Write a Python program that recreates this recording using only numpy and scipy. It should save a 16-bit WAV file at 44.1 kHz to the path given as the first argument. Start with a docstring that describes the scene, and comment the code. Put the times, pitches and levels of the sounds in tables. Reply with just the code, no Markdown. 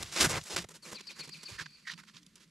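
"""A dog jumps off a frosty log beside the listener: paws scrape, snap the crust, thump and knock on the log.
It trots away to the right along a river bank; on the left a small bird calls six times and the forest answers.
Farther off, packed snow squeaks under the paws, and near the end, before the last faint scrapes, a faint tone
rises and falls; a low hum lies under all. Crunches are noise from resonant ice grains, thumps, knocks and hum
are coloured noise, and squeaks, calls and the tone are sines of unsteady phase."""
import sys
import numpy as np
from scipy import signal
from scipy.fft import rfft, irfft, next_fast_len
from scipy.io import wavfile
from scipy.ndimage import uniform_filter1d, map_coordinates

SR = 44100
rng = np.random.default_rng(int(sys.argv[2]) if len(sys.argv) > 2 else 0)


def dump_mix(stems):
    """Bounce the given channels to the path in sys.argv[1] as a 16-bit WAV at rate SR."""
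    frames = np.atleast_2d(stems).T  # one column per channel
    limited = np.clip(frames, -1, 1)  # hard clip at full scale
    pcm = np.round(limited * 32767).astype(np.int16)
    wavfile.write(sys.argv[1], SR, pcm)


N = 110250


def amp(db):
    """Amplitude ratio: every 20 dB is a factor of ten."""
    return 10 ** (np.asarray(db) / 20)


def unit(x):
    """Normalisation by mean power: scale to rms 1."""
    return x / np.sqrt(np.mean(x ** 2) + 1e-20)


def along(points, hz):
    """Spectral interpolation: values between (f/Hz, value) points on a log frequency axis."""
    f, value = np.transpose(points)
    return np.interp(np.log(hz + 1), np.log(f + 1), value)


def clock():
    """Sampled time: seconds at each sample."""
    return np.arange(N) / SR


def curves(rows):
    """Linear interpolation in time: one value per sample for each column after t/s."""
    s, *columns = np.transpose(rows)
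    return [np.interp(clock(), s, column) for column in columns]


def wobble(rate, size=N):
    """Band-limited fluctuation: a smooth curve through random knots, rate of them a second."""
    knots = rng.standard_normal(size // 16 + 4)
    return map_coordinates(knots, [np.arange(size) * rate / SR])


def filtered(x, response):
    """Linear filtering: the spectrum of x times a response of frequency in Hz."""
    m = next_fast_len(N + SR // 2)  # padded against wrap-around
    return irfft(rfft(x, m) * response(np.fft.rfftfreq(m, 1 / SR)), m)[..., :N]


def noise(colour):
    """Spectral shaping: white noise coloured by (f/Hz, level/dB) points, at rms 1."""
    return unit(filtered(rng.standard_normal(N), lambda hz: amp(along(colour, hz))))


def steady(x, window_s):
    """Power levelling: divide a texture by its running rms."""
    power = uniform_filter1d(x ** 2, max(int(window_s * SR), 8))
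    return x / np.sqrt(np.abs(power) + 1e-9)


def envelope(rows, attack_s, release_s):
    """Power addition of incoherent events: linear attack, hold and exponential release of each row."""
    t, power = clock(), np.zeros(N)
    for s, length, db in rows:
        near = slice(*np.searchsorted(t, [s - attack_s, s + length + 10 * release_s]))
        age = t[near] - s
        attack = np.clip(age / attack_s + .5, 0, 1)  # half-way up at the stated time
        release = np.exp(-np.maximum(age - length, 0) / release_s)
        power[near] += (amp(db) * attack * release) ** 2
    return np.sqrt(power)


def placed(s, sound):
    """Time shift: a short sound set at its time in silence."""
    return np.pad(sound, (round(s * SR), N))[:N]


def note(pitch_hz, rough):
    """Phase modulation: a sine whose phase trembles by about rough radians."""
    phase = 2 * np.pi * np.cumsum(pitch_hz) / SR
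    return np.sin(phase + rough * wobble(900, size=len(pitch_hz)))


def spread(source):
    """Mid-side stereo: a central source with unrelated scatter from a second draw at the sides."""
    # how wide the scatter is: f/Hz, side level/dB
    side_width = [(60, -19.5), (160, -18), (300, -15), (600, -16.5), (1200, -15), (2500, -11),
                  (5000, -13.5), (9000, -16), (13000, -10)]
    mid = source()
    side = filtered(source(), lambda hz: amp(along(side_width, hz)))
    return np.array([mid + side, mid - side])


def air():
    """Coloured stationary noise: a wavering low hum with faint hiss."""
    # spectrum of the outdoor hum: f/Hz, level/dB
    hum_colour = [(20, -18), (105, -12.5), (135, -10), (160, 2.5), (210, 0), (270, -11), (400, -18.5),
                  (800, -35.5), (2000, -22.5), (6000, -29), (12000, -35), (16000, -64.5)]
    hum_db, waver_db = -66.5, 0.8
    return amp(hum_db + waver_db * wobble(7.73)) * noise(hum_colour)


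def low_tone():
    """Frequency glide: one faint tone rises and falls."""
    # path of the tone: t/s, f/Hz, level/dB
    glide = [(2.16, 223, -68), (2.2, 309.4, -68.5), (2.245, 284, -67), (2.29, 218, -78.5)]
    hz, db = curves(glide)
    sounding = (clock() > glide[0][0]) * (clock() < glide[-1][0])
    return amp(db) * note(hz, 0.14) * sounding


def whistle(s, length, hz, fall, rough):
    """Frequency and amplitude modulation: one falling, fluttering note."""
    flutter_db = 2
    age = np.arange(SR // 20) / SR
    swell = np.abs(np.sin(np.pi * np.clip(age / length, 0, 1))) ** 0.44
    flutter = amp(flutter_db * wobble(250, size=len(age)))
    return placed(s, swell * flutter * note(hz - fall * age, rough))


def bird():
    """Superposition of partial whistles: a falling call, a high opening note and weaker trailing notes."""
    # calls: t/s, starting f/Hz, fall/(Hz/s), length/s, level/dB, level of the high opening note/dB
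    chirps = [(0.824, 4700, 24000, 0.031, -50.5, -74), (0.946, 4890, 28000, 0.035, -44, -62),
              (1.069, 4825, 21200, 0.025, -42, -53), (1.19, 4745, 16500, 0.036, -42.5, -62),
              (1.32, 5024, 32000, 0.028, -44, -62), (1.454, 4807, 24000, 0.023, -41, -57)]
    # notes trailing each call: delay/s, frequency ratio to the main note, relative level/dB, roughness/rad
    side_notes = [(0.02, 0.541, -7.5, 0.73), (0.027, .8, -17, 0.77)]
    chirp_rough = 0.61
    high_ratio, high_s = 1.19, 0.021  # the opening note's pitch over the main one, and its length
    out = np.zeros(N)
    for s, hz, fall, length, db, high_db in chirps:
        out += amp(db) * whistle(s, length, hz, fall, chirp_rough)
        out += amp(high_db) * whistle(s, high_s, hz * high_ratio, 2 * fall, rough=0.72)
        for delay, ratio, rel_db, rough in side_notes:
            out += amp(db + rel_db) * whistle(s + delay, length, hz * ratio, fall * ratio, rough)
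    return out


def forest(x):
    """Reverberation by convolution: trees return a long, patchy echo, the far bank a soft late one."""
    echo_db, t60_s, build_up_s, patchy_db = -5.5, 1.8, 0.037, 2.5
    bank_db, bank_delay_s, bank_width_s = -18, 0.286, 0.014
    t = clock()
    decay = amp(-60 * t / t60_s + patchy_db * wobble(37))
    trees = amp(echo_db) * unit(decay * (1 - np.exp(-t / build_up_s)))
    bank = amp(bank_db) * unit(np.exp(-((t - bank_delay_s) / bank_width_s) ** 2))
    tail = rng.standard_normal((2, N))
    tail = unit(tail + tail.mean(axis=0))  # left and right partly alike
    echo = tail * (trees + bank) / np.sqrt(N)
    return signal.fftconvolve(x[None], echo, axes=1)[:, :N]


def squeaks():
    """Stick-slip: each slip of packed snow sings for a few falling cycles around its peak."""
    # slips of packed snow: t of the peak/s, width/s, f at the peak/Hz, peak level/dB
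    slips = [(1.590, 0.0048, 1750, -41.5), (1.598, 0.0022, 1657, -30.5), (1.611, 0.0051, 1740, -41),
             (1.664, 0.0022, 1620, -40.5), (1.857, 0.0041, 1980, -52), (1.874, 0.0022, 1900, -36),
             (1.879, 0.0016, 1823, -35), (1.887, 0.0022, 1885, -37), (1.9, 0.0021, 1874, -33),
             (2.037, .002, 1500, -62)]
    rough, sag_hz_per_s = 0.56, 12000
    t = np.arange(-SR // 50, SR // 50) / SR  # time from the peak
    out = np.zeros(N)
    for s, width, hz, db in slips:
        swell = np.exp(-.5 * (t / width) ** 2)
        out += placed(s + t[0], amp(db) * swell * note(hz - sag_hz_per_s * t, rough))
    return out


def footfalls():
    """Impact noise: low thumps and hollow knocks under the paws."""
    # the dog's weight on log and ground: t/s, length/s, level/dB
    thump_rows = [(0, 0.051, -50), (.045, .1, -60), (.205, 0.048, -42.5), (.25, 0.026, -34),
                  (.293, 0.1, -44), (.402, 0.03, -54.5), (.54, 0.044, -52), (.585, 0.035, -55),
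                  (.632, 0.024, -51.5), (.928, .02, -74), (1.205, .015, -67), (1.512, 0.019, -50.5),
                  (1.54, 0.042, -60.5), (1.608, 0.019, -56.5)]
    # hollow knocks of paws on driftwood: t/s, length/s, level/dB
    knock_rows = [(.24, 0.034, -47), (.33, 0.06, -49), (.575, 0.027, -45.5), (.70, 0.069, -64),
                  (.86, 0.035, -62.5), (.918, .025, -55), (1.195, 0.022, -58), (1.27, 0.025, -55),
                  (1.35, 0.031, -60), (1.605, .02, -51.5), (1.652, .025, -59), (1.932, .025, -54),
                  (1.985, 0.031, -60.5), (2.145, 0.013, -59)]
    # spectra of thump and of knock: f/Hz, level/dB
    thump_colour = [(20, -26.5), (40, -16), (62, -3.5), (110, -6), (150, -8.5), (260, -33), (600, -60)]
    knock_colour = [(50, -52.5), (110, -33), (155, 9.5), (200, -2.5), (300, -16), (700, -57)]
    thumps = steady(noise(thump_colour), 0.05) * envelope(thump_rows, attack_s=0.015, release_s=0.0049)
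    knocks = steady(noise(knock_colour), 0.012) * envelope(knock_rows, attack_s=.009, release_s=0.014)
    return thumps + knocks


def grains(count=14):
    """Random impulses exciting resonators: ice grains ring briefly in clumps, coloured by crust and log."""
    # response of the snow crust: f/Hz, level/dB
    crust = [(70, -14), (160, 4), (280, -11), (350, -4.5), (500, -6.5), (700, -7), (850, -7), (1050, -1.5),
             (1500, 0), (2400, -1), (5000, 0), (7200, -3), (11700, -13), (15500, -27)]
    # resonances of the log: f/Hz, width/Hz, level before the common offset/dB
    wood = [(331, 25, 4.5), (502, 30, -6), (1040, 11.7, -4), (1600, 93, -20), (2029, 22, 1.5)]
    wood_offset_db = -6
    grains_per_s, grain_q = 22000, 3.15  # all pitches together; sharpness of each grain's ring
    size_spread_db, powder_db, clump_db = 3.6, -9, 2.1
    pitches = np.geomspace(200, 14000, count)
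    shares = np.sqrt(pitches) / np.sqrt(pitches).sum()  # more of the higher grains
    out = amp(powder_db) * rng.standard_normal(N)
    for hz, share in zip(pitches, shares):
        n = int(grains_per_s * share * N / SR)
        sizes = amp(size_spread_db * np.minimum(rng.exponential(size=n), 3))
        sizes = sizes * rng.choice([-1, 1], n)
        impulses = unit(np.bincount(rng.integers(0, N, n), sizes, N))
        out = out + signal.lfilter(*signal.iirpeak(hz, grain_q, SR), impulses)

    def ring(f):
        """Modal summation: the log's damped resonances add up."""
        return sum(amp(db + wood_offset_db) * 1j * f * width / (centre * centre - f * f + 1j * f * width)
                   for centre, width, db in wood)

    clumped = out * amp(clump_db * wobble(220))
    return unit(filtered(clumped, lambda f: amp(along(crust, f)) * (1 + ring(f))))


def crunch():
    """Band-wise modulation: scrapes and snaps shape grain noise in four bands, over a rustle of loose frost."""
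    # paws scraping and crunching: t/s, length/s, then level/dB of body, mids, treble, fizz
    scrapes = np.array([(0.002, 0.016, -50, -51, -60, -55.5), (0.023, 0.12, -64.5, -61, -55.5, -59.5),
                        (0.12, 0.034, -57, -51, -46, -47.5), (0.158, 0.071, -42, -39, -36, -40.5),
                        (0.201, 0.03, -34.5, -33, -29.5, -30.5), (0.238, 0.022, -34, -31, -35, -32.5),
                        (0.256, 0.03, -52.5, -49, -49.5, -50), (0.292, 0.027, -40, -41, -40, -38),
                        (0.325, 0.057, -41, -39, -43, -46), (0.388, 0.062, -71, -81, -62.5, -59.5),
                        (0.456, 0.033, -61, -56, -53, -51.5), (0.499, 0.05, -47, -51, -44.5, -47.5),
                        (0.573, 0.017, -43, -41, -38, -43.5), (0.596, 0.031, -56, -57, -50.5, -53.5),
                        (0.702, 0.017, -58.5, -60.5, -61.5, -57.5),
                        (0.741, 0.026, -61.5, -62, -57.5, -56.5), (0.826, 0.031, -66, -66, -66, -59),
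                        (0.851, 0.053, -55.5, -56.5, -56, -55.5), (0.914, 0.013, -50.5, -52, -52.5, -50.5),
                        (0.939, 0.023, -55, -60, -53.5, -59), (0.984, 0.015, -66, -60, -54.5, -64),
                        (1.097, 0.023, -59, -60, -51.5, -59), (1.159, 0.028, -68.5, -59, -69, -61),
                        (1.189, 0.02, -54.5, -52.5, -50, -52.5), (1.232, 0.024, -61, -59, -55, -57),
                        (1.33, 0.048, -71.5, -68.5, -60, -63), (1.486, 0.022, -56, -59.5, -54, -54.5),
                        (1.511, 0.052, -65, -57, -55, -61), (1.587, 0.036, -60, -47, -47, -55.5),
                        (1.87, 0.016, -81, -53, -47, -61), (1.893, 0.033, -71.5, -53.5, -46.5, -64),
                        (1.983, 0.02, -77, -54.5, -58.5, -63), (2.075, 0.02, -85, -61, -59, -69),
                        (2.138, 0.047, -80, -65, -60.5, -70), (2.358, 0.026, -75.5, -71.5, -67.5, -72.5),
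                        (2.4, 0.041, -76, -70, -65.5, -70)])
    # crust and twigs snapping: t/s, length/s, then level/dB of body, mids, treble, fizz
    snaps = np.array([(0.026,0.0062,-46.5,-46,-40.5,-41), (.059,0.0015,-70,-52,-48.5,-65),
                      (0.07,0.0017,-70,-65,-50.5,-65), (0.209,0.0048,-49,-49,-24,-27),
                      (0.245,0.0034,-30,-27,-28.5,-31), (0.412,0.0035,-70,-62,-46.5,-64),
                      (0.438,0.0015,-74,-61,-54,-45), (0.562,0.0066,-38.5,-34,-34.5,-35.5),
                      (0.641,0.0063,-47.5,-52,-53.5,-55.5), (0.688,0.005,-54.5,-57.5,-55.5,-50.5),
                      (0.93,0.0027,-40,-49.5,-52,-45.5), (1.006,0.006,-53,-56.5,-49,-55),
                      (1.069,0.0068,-65,-66,-57,-61.5), (1.275,0.0075,-58,-61,-56,-58),
                      (1.291,0.0061,-55,-55.5,-53,-54.5), (1.431,0.0084,-56.5,-57,-52,-52),
                      (1.659,0.0059,-67,-53,-50,-68), (1.915,0.0022,-63,-60,-44.5,-54.5),
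                      (1.936,0.0039,-76,-53,-47.5,-63), (1.977,0.0036,-69.5,-57,-54.5,-64),
                      (2.035,0.0039,-74,-58,-66,-67), (2.097,0.002,-82,-61,-63.5,-75),
                      (2.166,0.0034,-73,-64,-49,-70), (2.23,.003,-78,-86,-61,-68),
                      (2.264,0.0035,-74,-77.5,-60.5,-61.5), (2.356,0.0032,-74,-68,-57.5,-54)])
    # edges of those four bands: f/Hz
    band_edges = [180, 900, 2500, 6000, 15000]
    # loose frost between the steps: t/s, level before the common offset/dB
    rustle = [(0.0, -31.5), (0.14, -47), (0.42, -43), (0.66, -54), (0.93, -58), (1.08, -46), (1.24, -56.5),
              (1.46, -43), (1.65, -51), (2.05, -55.5), (2.4, -60), (2.5, -62.5)]
    rustle_offset_db = -15
    texture = grains()
    # shifted by half the length so that the rustle uses other grains than the bursts above it
    out = amp(curves(rustle)[0] + rustle_offset_db) * np.roll(texture, N // 2)
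    for k, (lo, hi) in enumerate(zip(band_edges, band_edges[1:])):
        band = filtered(texture, lambda f: 1 / (1 + (f / hi) ** 10) / (1 + (lo / (f + 1)) ** 10))
        columns = [0, 1, k + 2]
        scrape_level = envelope(scrapes[:, columns], attack_s=0.012, release_s=0.0083)
        snap_level = envelope(snaps[:, columns], attack_s=0.0011, release_s=0.0027)
        out = out + steady(band, window_s=0.009) * np.hypot(scrape_level, snap_level)
    return out


def ground(x):
    """Destructive interference: once the dog is away, the bounce off the snow hollows out the low mids."""
    notch_hz, notch_width_hz, depth = 720, 110, 0.68
    away_s, fade_s = 0.673, 0.045
    away = np.clip((clock() - away_s) / fade_s, 0, 1)
    return x - away * filtered(x, lambda hz: depth * np.exp(-((hz - notch_hz) / notch_width_hz) ** 2))


def scene():
    """Stereo by level and time difference: the dog moves off to the right; bird and air stay put."""
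    # position of the dog: t/s, left minus right level/dB
    dog_pan = [(0, -.3), (.45, -.6), (.8, -1.5), (1.1, -2.5), (1.45, -3), (1.62, -4), (1.9, -4), (2.4, -5)]
    bird_pan_db, lag_s = 4.8, .00001  # left minus right level; the dog's lag of left behind right
    sides = np.array([[.5], [-.5]])
    dog = ground(spread(crunch)) + spread(footfalls) + squeaks()
    dog = dog * amp(sides * curves(dog_pan)[0])
    dog = filtered(dog, lambda hz: np.exp(-2j * np.pi * hz * lag_s * sides))
    calls = bird()
    return dog + calls * amp(sides * bird_pan_db) + forest(calls) + spread(air) + low_tone()


def record(dry):
    """Band limitation: nothing is kept above the top frequency."""
    top_hz = 15750
    return filtered(dry, lambda hz: hz < top_hz)


dry = scene()
out = record(dry)
dump_mix(out)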